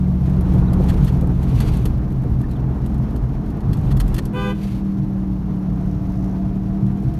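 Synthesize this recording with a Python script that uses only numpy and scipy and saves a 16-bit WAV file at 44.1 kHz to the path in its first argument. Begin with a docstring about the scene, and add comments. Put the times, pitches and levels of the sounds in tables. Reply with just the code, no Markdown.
"""A worn wheel bearing hums inside a car rolling along a country road.
Under it the engine drones, and the tyres rumble, roar and knock over the bumps.
Sharp plastic clicks and creaks come as from a grip shifting on the camera, and a hand brushes it.
Plastic squeaks as it slips, and loose parts rattle faintly.
A little past halfway, a two-tone horn gives one short toot with a faint echo from the trees."""
import sys
import numpy as np
from scipy import signal
from scipy.fft import rfft, irfft
from scipy.io import wavfile
from scipy.ndimage import uniform_filter1d

SR = 44100
rng = np.random.default_rng(int(sys.argv[2]) if len(sys.argv) > 2 else 0)


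def bounce(signal):
    """Save signal as a 16-bit WAV file at the path given by the first command-line argument."""
    frames = np.transpose(np.atleast_2d(signal))
    limited = np.clip(frames, -1, 1)
    pcm = np.round(limited * 32767).astype(np.int16)
    wavfile.write(sys.argv[1], SR, pcm)


N = 317079
TIME = np.arange(N) / SR
HZ = np.fft.rfftfreq(N, 1 / SR)

# The bright snap and the woody body of a plastic tick. Each row: frequency in Hz, relative level in dB.
TICK_SNAP = [(1500, -6.5), (3700, -1.5), (5100, -6), (6200, -1.5), (7800, -3), (9300, 0.5), (10500, -4),
             (11400, 1), (13200, -0.5), (14300, -13), (15700, -33)]
TICK_BODY = [(250, -7.5), (1100, 5), (1900, 2), (2600, -4.5), (3700, -3), (6500, -12.5), (12000, -31)]


def bearing(hz, hum_db=-21.5, octave_db=-8):
    """The pitted track inside the bearing hums, with a rougher tone an octave above."""
    cycles = np.cumsum(hz) / SR
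    hum = tone(cycles, waver=0.19, rate=3.7)
    octave = tone(2 * cycles, waver=0.63, rate=14)
    return amp(hum_db) * cabin_gain(hz) * (hum + amp(octave_db) * octave)


def engine(speed):
    """The engine fires twice a turn, so its tones lie at even multiples of its turning speed."""
    # Each row: multiple of the engine speed, level in dB before the cabin shapes it.
    tones = [(2, -42.5), (4, -42.5), (6, -25.5), (8, -24.5), (10, -24), (12, -30), (14, -31.5), (16, -26.5),
             (22, -37.5)]
    turns = np.cumsum(speed) / SR
    return sum(amp(db) * cabin_gain(round(k) * speed) * tone(round(k) * turns, waver=0.18, rate=4.5)
               for k, db in tones)


def cabin_gain(hz):
    """Standing waves in the cabin lift or swallow a tone as its pitch moves."""
    # Each row: frequency in Hz, gain in dB.
    standing_waves = [(58, -9.5), (63, -12), (69, 1), (114, -8), (133, 0), (152, -8.5), (175, -8),
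                      (179, 3.3), (182, 3), (187, -0.8), (196, 1.5), (205, -10.5), (213, -6), (224, -14),
                      (265, -13), (303, -7.5), (318, -9.5), (330, -22.5)]
    return amp(np.interp(hz, *np.transpose(standing_waves)))


def road(roughness, grit_db=1.0):
    """The road shakes the suspension, makes the cabin air boom, roars in the tyres and knocks the body."""
    # The tone colours of three road noises. Each row: frequency in Hz, relative level in dB.
    rumble_spectrum = [(10, -41.5), (19, -24), (33, -4.5), (44, 1.5), (56, 0), (74, -13), (90, -11),
                       (115, -37), (200, -80)]
    roar_spectrum = [(150, -24.5), (170, -3.5), (186, 15), (222, 6), (270, 6), (330, 0), (400, -1.5),
                     (540, -10.5), (700, -9), (1050, -14.5), (1500, -22.5), (2200, -32), (4000, -47.5),
                     (9000, -77.5)]
    knock_spectrum = [(110, -20), (220, 0.5), (310, 0.5), (420, 3), (600, -11), (1100, -26.5),
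                      (2500, -51.5)]
    # Where the cabin air rings. Each row: frequency in Hz, width in Hz, relative level in dB.
    resonances = [(90.4, 14, -4.5), (121.6, 14, 1.5), (136.2, 24, -0.5)]
    # Rougher road is louder. Each pair: level in dB at roughness 0, dB added per dB of roughness.
    rumble_law = (-26.5, 1.65)
    boom_law = (-25, 1.52)
    roar_law = (-29, 1.03)
    # Seams and potholes. Each row: start in seconds, then knock, boom and rumble levels in dB.
    bumps = [(0.2, -47, -24, -38), (0.535, -30, -21, -23), (0.795, -21.5, -32, -28), (0.935, -28, -23, -24),
             (1.224, -26, -25, -27), (1.51, -31, -21, -22), (1.63, -32, -20, -25), (1.85, -31, -27, -23),
             (2.244, -33, -19, -26), (3.14, -32.5, -23, -23), (3.64, -39, -16.5, -32),
             (3.77, -36, -20, -24), (3.88, -40, -20, -20), (4.0, -36, -27, -18), (4.18, -32, -36, -36),
             (4.98, -49, -21, -38), (6.81, -44, -20.5, -42), (7.02, -42, -20, -38)]
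    starts, knock_db, boom_db, rumble_db = np.transpose(bumps)
    rumble_gain, boom_gain, roar_gain = (amp(db + slope * roughness)
                                         for db, slope in (rumble_law, boom_law, roar_law))
    ring_power = sum(amp(db) ** 2 / (1 + ((HZ - hz) / width) ** 2) ** 3 for hz, width, db in resonances)
    boom = irfft(rfft(rng.standard_normal(N)) * np.sqrt(ring_power), N)
    roar = noise(roar_spectrum) * amp(grit_db * wander(25))
    rumble = noise(rumble_spectrum)
    return (np.hypot(rumble_gain, jolts(starts, rumble_db, rise_s=0.054)) * steadied(rumble)
            + np.hypot(boom_gain, jolts(starts, boom_db, rise_s=0.043)) * steadied(boom)
            + roar_gain * steadied(roar)
            + jolts(starts, knock_db, rise_s=0.011) * noise(knock_spectrum))


def jolts(starts, levels_db, rise_s):
    """Each bump's push swells for the rise time, then dies away."""
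    ages = [np.maximum(TIME - start, 0) / rise_s for start in starts]
    return sum(amp(db) * age * np.exp(1 - age) for age, db in zip(ages, levels_db))


def horn(rise_s=0.016, brighten_s=0.014, sag=0.08, settle_s=0.0138, fade_s=0.11,
         jitter=0.002, rasp_db=-50, flutter_db=2.5, flutter_hz=9):
    """Two thin discs buzz into flared horns; each starts flat and dull, then settles."""
    # The low horn, then the high one. Each row: on and off times in seconds, pitch in Hz.
    horns = [(4.334, 4.52, 398.5), (4.322, 4.51, 502.5)]
    # Their tones. Each row: multiple of the pitch, level in dB. Skipped multiples lie in between.
    low_tones = [(1, -34.5), (2, -40), (3, -38), (4, -41), (5, -48), (6, -51), (7, -65), (8, -57),
                 (10, -70), (16, -83), (33, -84)]
    high_tones = [(1, -33), (2, -35.5), (3, -39.5), (4, -47.5), (5, -41), (6, -43.5), (7, -45.5), (8, -60),
                  (9, -58), (11, -71), (13, -61.5), (16, -77), (19, -72), (26, -71)]
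    # The rasp of the contact that switches the current. Each row: frequency in Hz, relative level in dB.
    rasp_spectrum = [(700, -20), (1500, 2), (1800, -14), (2550, 0), (3500, -14), (5000, -24), (13000, -20),
                     (15000, -42)]
    out = np.zeros(N)
    at = slice(round((horns[1][0] - 0.1) * SR), round((horns[0][1] + 0.4) * SR))
    for (on, off, hz), tones in zip(horns, (low_tones, high_tones)):
        age = np.maximum(TIME[at] - on, 0)
        pitch = hz * (1 - sag * np.exp(-age / settle_s) + jitter * wander(120)[at])
        cycles = np.cumsum(pitch) / SR
        release = amp(-60 * np.maximum(TIME[at] - off, 0) / fade_s)
        multiples, levels = np.transpose(tones)
        for k in range(1, round(multiples[-1]) + 1):
            phase, shift, pace = rng.random(3)
            attack = 1 - np.exp(-(age / (rise_s + brighten_s * np.log(k))) ** 2)
            # reflections from the passing roadside make each tone flutter on its own
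            flutter = flutter_db * np.sin(2 * np.pi * (flutter_hz * (0.5 + pace) * age + shift))
            wave = np.sqrt(2) * np.sin(2 * np.pi * (k * cycles + phase))
            out[at] += amp(np.interp(k, np.round(multiples), levels) + flutter) * attack * release * wave
        out[at] += amp(rasp_db) * np.minimum(age / rise_s, 1) * release * noise(rasp_spectrum)[at]
    return out


def clicks(rise_s=0.0027, hold_s=0.0018, fade_s=0.054, tick_db=-2.5, creak_db=-1, creak_snap_db=-9,
           grain_db=1.5, ripple_db=3):
    """Sharp plastic clicks and creaks, as from a grip shifting on the camera: a snap over a woody body."""
    # Each row: start in seconds, relative level in dB, body level in dB compared with the snap.
    ticks = [(0.2942, -48, -2), (0.407, -42.5, -7), (0.5347, -47, 2), (0.731, -38.5, 0), (0.8364, -46, -11),
             (1.0445, -37.5, -10), (1.2095, -43, -12), (1.4289, -42.5, -2), (1.6021, -31.5, 4.5),
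             (1.7355, -41, 2), (1.7673, -39.5, -8), (1.8538, -31, 0), (2.4117, -45, -4), (2.5097, -46, -4),
             (2.86, -44, -4), (2.9418, -49, 5), (3.1597, -44.5, -2), (3.5021, -49, -4), (3.6039, -49, 3),
             (3.73, -37.5, 3), (3.7698, -46, -4), (3.9671, -37, -1), (3.9995, -28, 0), (4.0774, -40.5, -6),
             (4.142, -32.5, -1), (4.1623, -40.5, 5), (4.18, -39, 1), (4.2528, -37, -4), (6.8625, -52, 0),
             (7.138, -47, 0)]
    # Each row: loudest moment in seconds, relative level in dB, length in seconds.
    creaks = [(0.898, -35, 0.029), (1.083, -38.5, 0.029), (3.918, -38.5, .022), (4.008, -42, 0.022),
              (4.191, -33, 0.016)]
    grain = unit(amp(grain_db * wander(650)))
    # many narrow peaks and dips colour the sound
    ripple = amp(ripple_db * wander(30)[:len(HZ)])
    snap, body = (unit(irfft(rfft(noise(spectrum)) * ripple, N)) * grain
                  for spectrum in (TICK_SNAP, TICK_BODY))
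    out = np.zeros(N)
    for start, db, body_db in ticks:
        at = slice(round(start * SR), round(start * SR) + SR // 8)
        age = TIME[at] - TIME[at][0]
        fall_db = 60 * np.maximum(age - hold_s, 0) / fade_s
        shape = np.minimum(age / rise_s, 1) * amp(db + tick_db - fall_db)
        out[at] += shape * (snap[at] + amp(body_db) * body[at])
    for middle, db, length in creaks:
        out += amp(db + creak_db) * swell(middle, length) * (body + amp(creak_snap_db) * snap)
    return out


def squeaks(scratch=0.061):
    """Plastic sticks and slips in brief, scratchy chirps."""
    # Each row: start and length in seconds, first and last pitch in Hz, level in dB.
    chirps = [(.676, 0.02, 4100, 3630, -52), (2.428, 0.036, 1720, 1830, -49.5),
              (2.491, 0.064, 4100, 3900, -58.5), (2.549, 0.03, 3730, 3080, -58)]
    out = np.zeros(N)
    for start, length, start_hz, end_hz, db in chirps:
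        progress = np.clip((TIME - start) / length, 0, 1)
        pitch = start_hz + (end_hz - start_hz) * progress
        out += amp(db) * np.sin(np.pi * progress) * band(pitch, scratch * start_hz)
    return out


def swishes(flicker_db=2.3, ring_hz=4600, spread_hz=170):
    """A soft, broad swell of hiss at the start; later a hand brushes the camera, whose shell rings thinly."""
    # Each row: loudest moment and length in seconds, swish in dB, ring in dB compared with the swish.
    # The first row is the opening swell of hiss.
    swells = [(0.25, 0.7, -56.5, -24), (0.563, 0.18, -50.5, -22), (0.955, 0.49, -50, -25),
              (1.62, 0.46, -46, -18), (1.648, 0.14, -43, -9), (3.84, 0.25, -55.5, -28),
              (4.136, 0.25, -54.5, -28), (4.672, 0.2, -47, -14)]
    # Each row: frequency in Hz, relative level in dB.
    swish_spectrum = [(300, -12), (900, 5.5), (1850, -0.5), (2200, 4), (4200, -1.5), (4600, -5.5),
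                      (5000, -6.5), (6200, -6), (7700, -11.5), (9200, -9.5), (10400, -11), (11400, -7),
                      (13000, -10.5), (15000, -28)]
    swish, ring = noise(swish_spectrum), band(ring_hz, spread_hz)
    out = np.zeros(N)
    for middle, length, db, ring_db in swells:
        texture = np.roll(swish + amp(ring_db) * ring, rng.integers(N))
        out += amp(db) * swell(middle, length) * texture
    return out * amp(flicker_db * wander(40))


def tread(whirr_hz=685, spread_hz=38):
    """The tread blocks make the tyre ring with a whirr, which comes up on the smoother road."""
    # Each row: time in seconds, level in dB.
    whirr_levels = [(0, -55), (5.4, -65), (5.7, -48.5), (7.19, -45.5)]
    return amp(curve(whirr_levels)) * band(whirr_hz, spread_hz)


def hiss(roughness, level_db=-58.2, slope=0.21, flicker_db=1.5):
    """Wind and tyres hiss, a little more on rough ground."""
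    # Each row: frequency in Hz, relative level in dB.
    hiss_spectrum = [(600, -12), (1600, 0.5), (2700, -2), (3600, -5), (4400, -4.5), (4900, -9),
                     (5400, -5.5), (6300, -9), (7700, -17), (9600, -14.5), (10500, -16), (11100, -11.5),
                     (12800, -11.5), (14500, -26.5)]
    return amp(level_db + slope * roughness + flicker_db * wander(40)) * noise(hiss_spectrum)


def rattle(roughness, per_second=14, level_db=-70.5, slope=0.82, spread_db=3.5, fade_s=0.04, body_db=-4):
    """Loose parts tick faintly at random, harder on rough ground."""
    hits = rng.random(N) < per_second / SR
    strength = amp(spread_db * np.minimum(rng.exponential(1, N), 2))
    decay = amp(-60 * TIME[:SR // 8] / fade_s)
    shape = signal.fftconvolve(hits * strength, decay)[:N]
    plastic = noise(TICK_SNAP) + amp(body_db) * noise(TICK_BODY)
    return amp(level_db + slope * roughness) * unit(shape * plastic)


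def buzz(bearing_hz, decay_cycles=0.22):
    """In two short spells, a loose part chatters once in each cycle of the bearing's hum."""
    # Each row: loudest moment in seconds, length in seconds, level in dB.
    spells = [(5.9, 0.18, -65), (6.21, 0.36, -63)]
    # Each row: frequency in Hz, relative level in dB.
    buzz_spectrum = [(3000, -30), (5200, 0), (6300, 0), (7500, -14), (11000, -9), (12700, -5), (14500, -25)]
    cycles = np.cumsum(bearing_hz) / SR
    pulses = np.exp(-(cycles % 1) / decay_cycles)
    loudness = sum(amp(db) * swell(middle, length) for middle, length, db in spells)
    return loudness * unit(pulses * noise(buzz_spectrum))


def roadside(x, delay_s=0.095, echo_db=-22):
    """Adds one faint echo thrown back by the trees."""
    return x + amp(echo_db) * np.interp(TIME - delay_s, TIME, x)


def amp(db):
    """Turns decibels into a gain to multiply by."""
    return 10 ** (np.asarray(db) / 20)


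def unit(x):
    """Scales a signal to an average power of 1."""
    return x / np.sqrt(np.mean(x ** 2) + 1e-20)


def curve(rows):
    """Joins (time, value) points with straight lines."""
    return np.interp(TIME, *np.transpose(rows))


def swell(middle, length):
    """A smooth, bell-shaped rise and fall."""
    return np.exp(-(2 * (TIME - middle) / length) ** 2)


def noise(spectrum):
    """Noise whose tone colour follows the given (Hz, dB) points."""
    hz, db = np.transpose(spectrum)
    gain = amp(np.interp(np.log(HZ + 1), np.log(hz), db))
    return unit(irfft(rfft(rng.standard_normal(N)) * gain, N))


def wander(rate):
    """Smooth random motion, up to about rate changes a second."""
    return unit(irfft(rfft(rng.standard_normal(N)) * np.exp(-(HZ / rate) ** 2) * (HZ > 0), N))


def tone(cycles, waver, rate, drift=0.1):
    """A pure tone whose loudness wavers and whose phase drifts a little."""
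    loudness = np.sqrt(2) * (1 + waver * wander(rate))
    return loudness * np.sin(2 * np.pi * (cycles + rng.random()) + drift * wander(rate))


def band(hz, spread_hz):
    """A narrow noise around a steady or moving pitch."""
    phase = 2 * np.pi * np.cumsum(hz * np.ones(N)) / SR
    return unit(wander(spread_hz) * np.cos(phase) + wander(spread_hz) * np.sin(phase))


def steadied(x, size=8000):
    """Keeps the fast flutter of a noise and evens out its slow swells."""
    return x / np.sqrt(uniform_filter1d(uniform_filter1d(x ** 2, size), size // 2) + 1e-9)


def scene():
    """Everything heard inside the cabin as the car slows, then picks up a little."""
    # Each row: time in seconds, engine speed in turns per second.
    engine_speeds = [(0.0, 22.75), (0.5, 22.66), (1.0, 22.54), (1.5, 22.14), (2.4, 21.7), (3.0, 21.37),
                     (3.5, 20.95), (4.25, 20.17), (4.7, 19.62), (5.4, 18.85), (5.9, 18.53), (6.5, 18.94),
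                     (7.19, 20.05)]
    # Each row: time in seconds, roughness of the road in dB.
    road_surface = [(0, -2.7), (0.33, 0.5), (0.55, 2.8), (0.98, 4.1), (1.37, 0.5), (1.65, 3), (2.2, 0),
                    (3.5, -0.6), (3.9, 1.5), (4.4, -2.3), (5.15, -4.2), (5.9, -2.3), (7.19, -2.3)]
    speed, roughness = curve(engine_speeds), curve(road_surface)
    bearing_hz = 3.085 * speed  # the wheel is geared to the engine
    driving = engine(speed) + bearing(bearing_hz) + tread() + road(roughness) + hiss(roughness)
    small_sounds = clicks() + squeaks() + rattle(roughness) + swishes() + buzz(bearing_hz)
    return (driving + small_sounds + roadside(horn()))[None]


def record(dry):
    """Cuts off the highest treble, above 15750 Hz."""
    low_pass = signal.firwin(511, 15750, window=("kaiser", 9), fs=SR)
    return signal.oaconvolve(dry, low_pass[None], "same")


dry = scene()
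out = record(dry)
bounce(out)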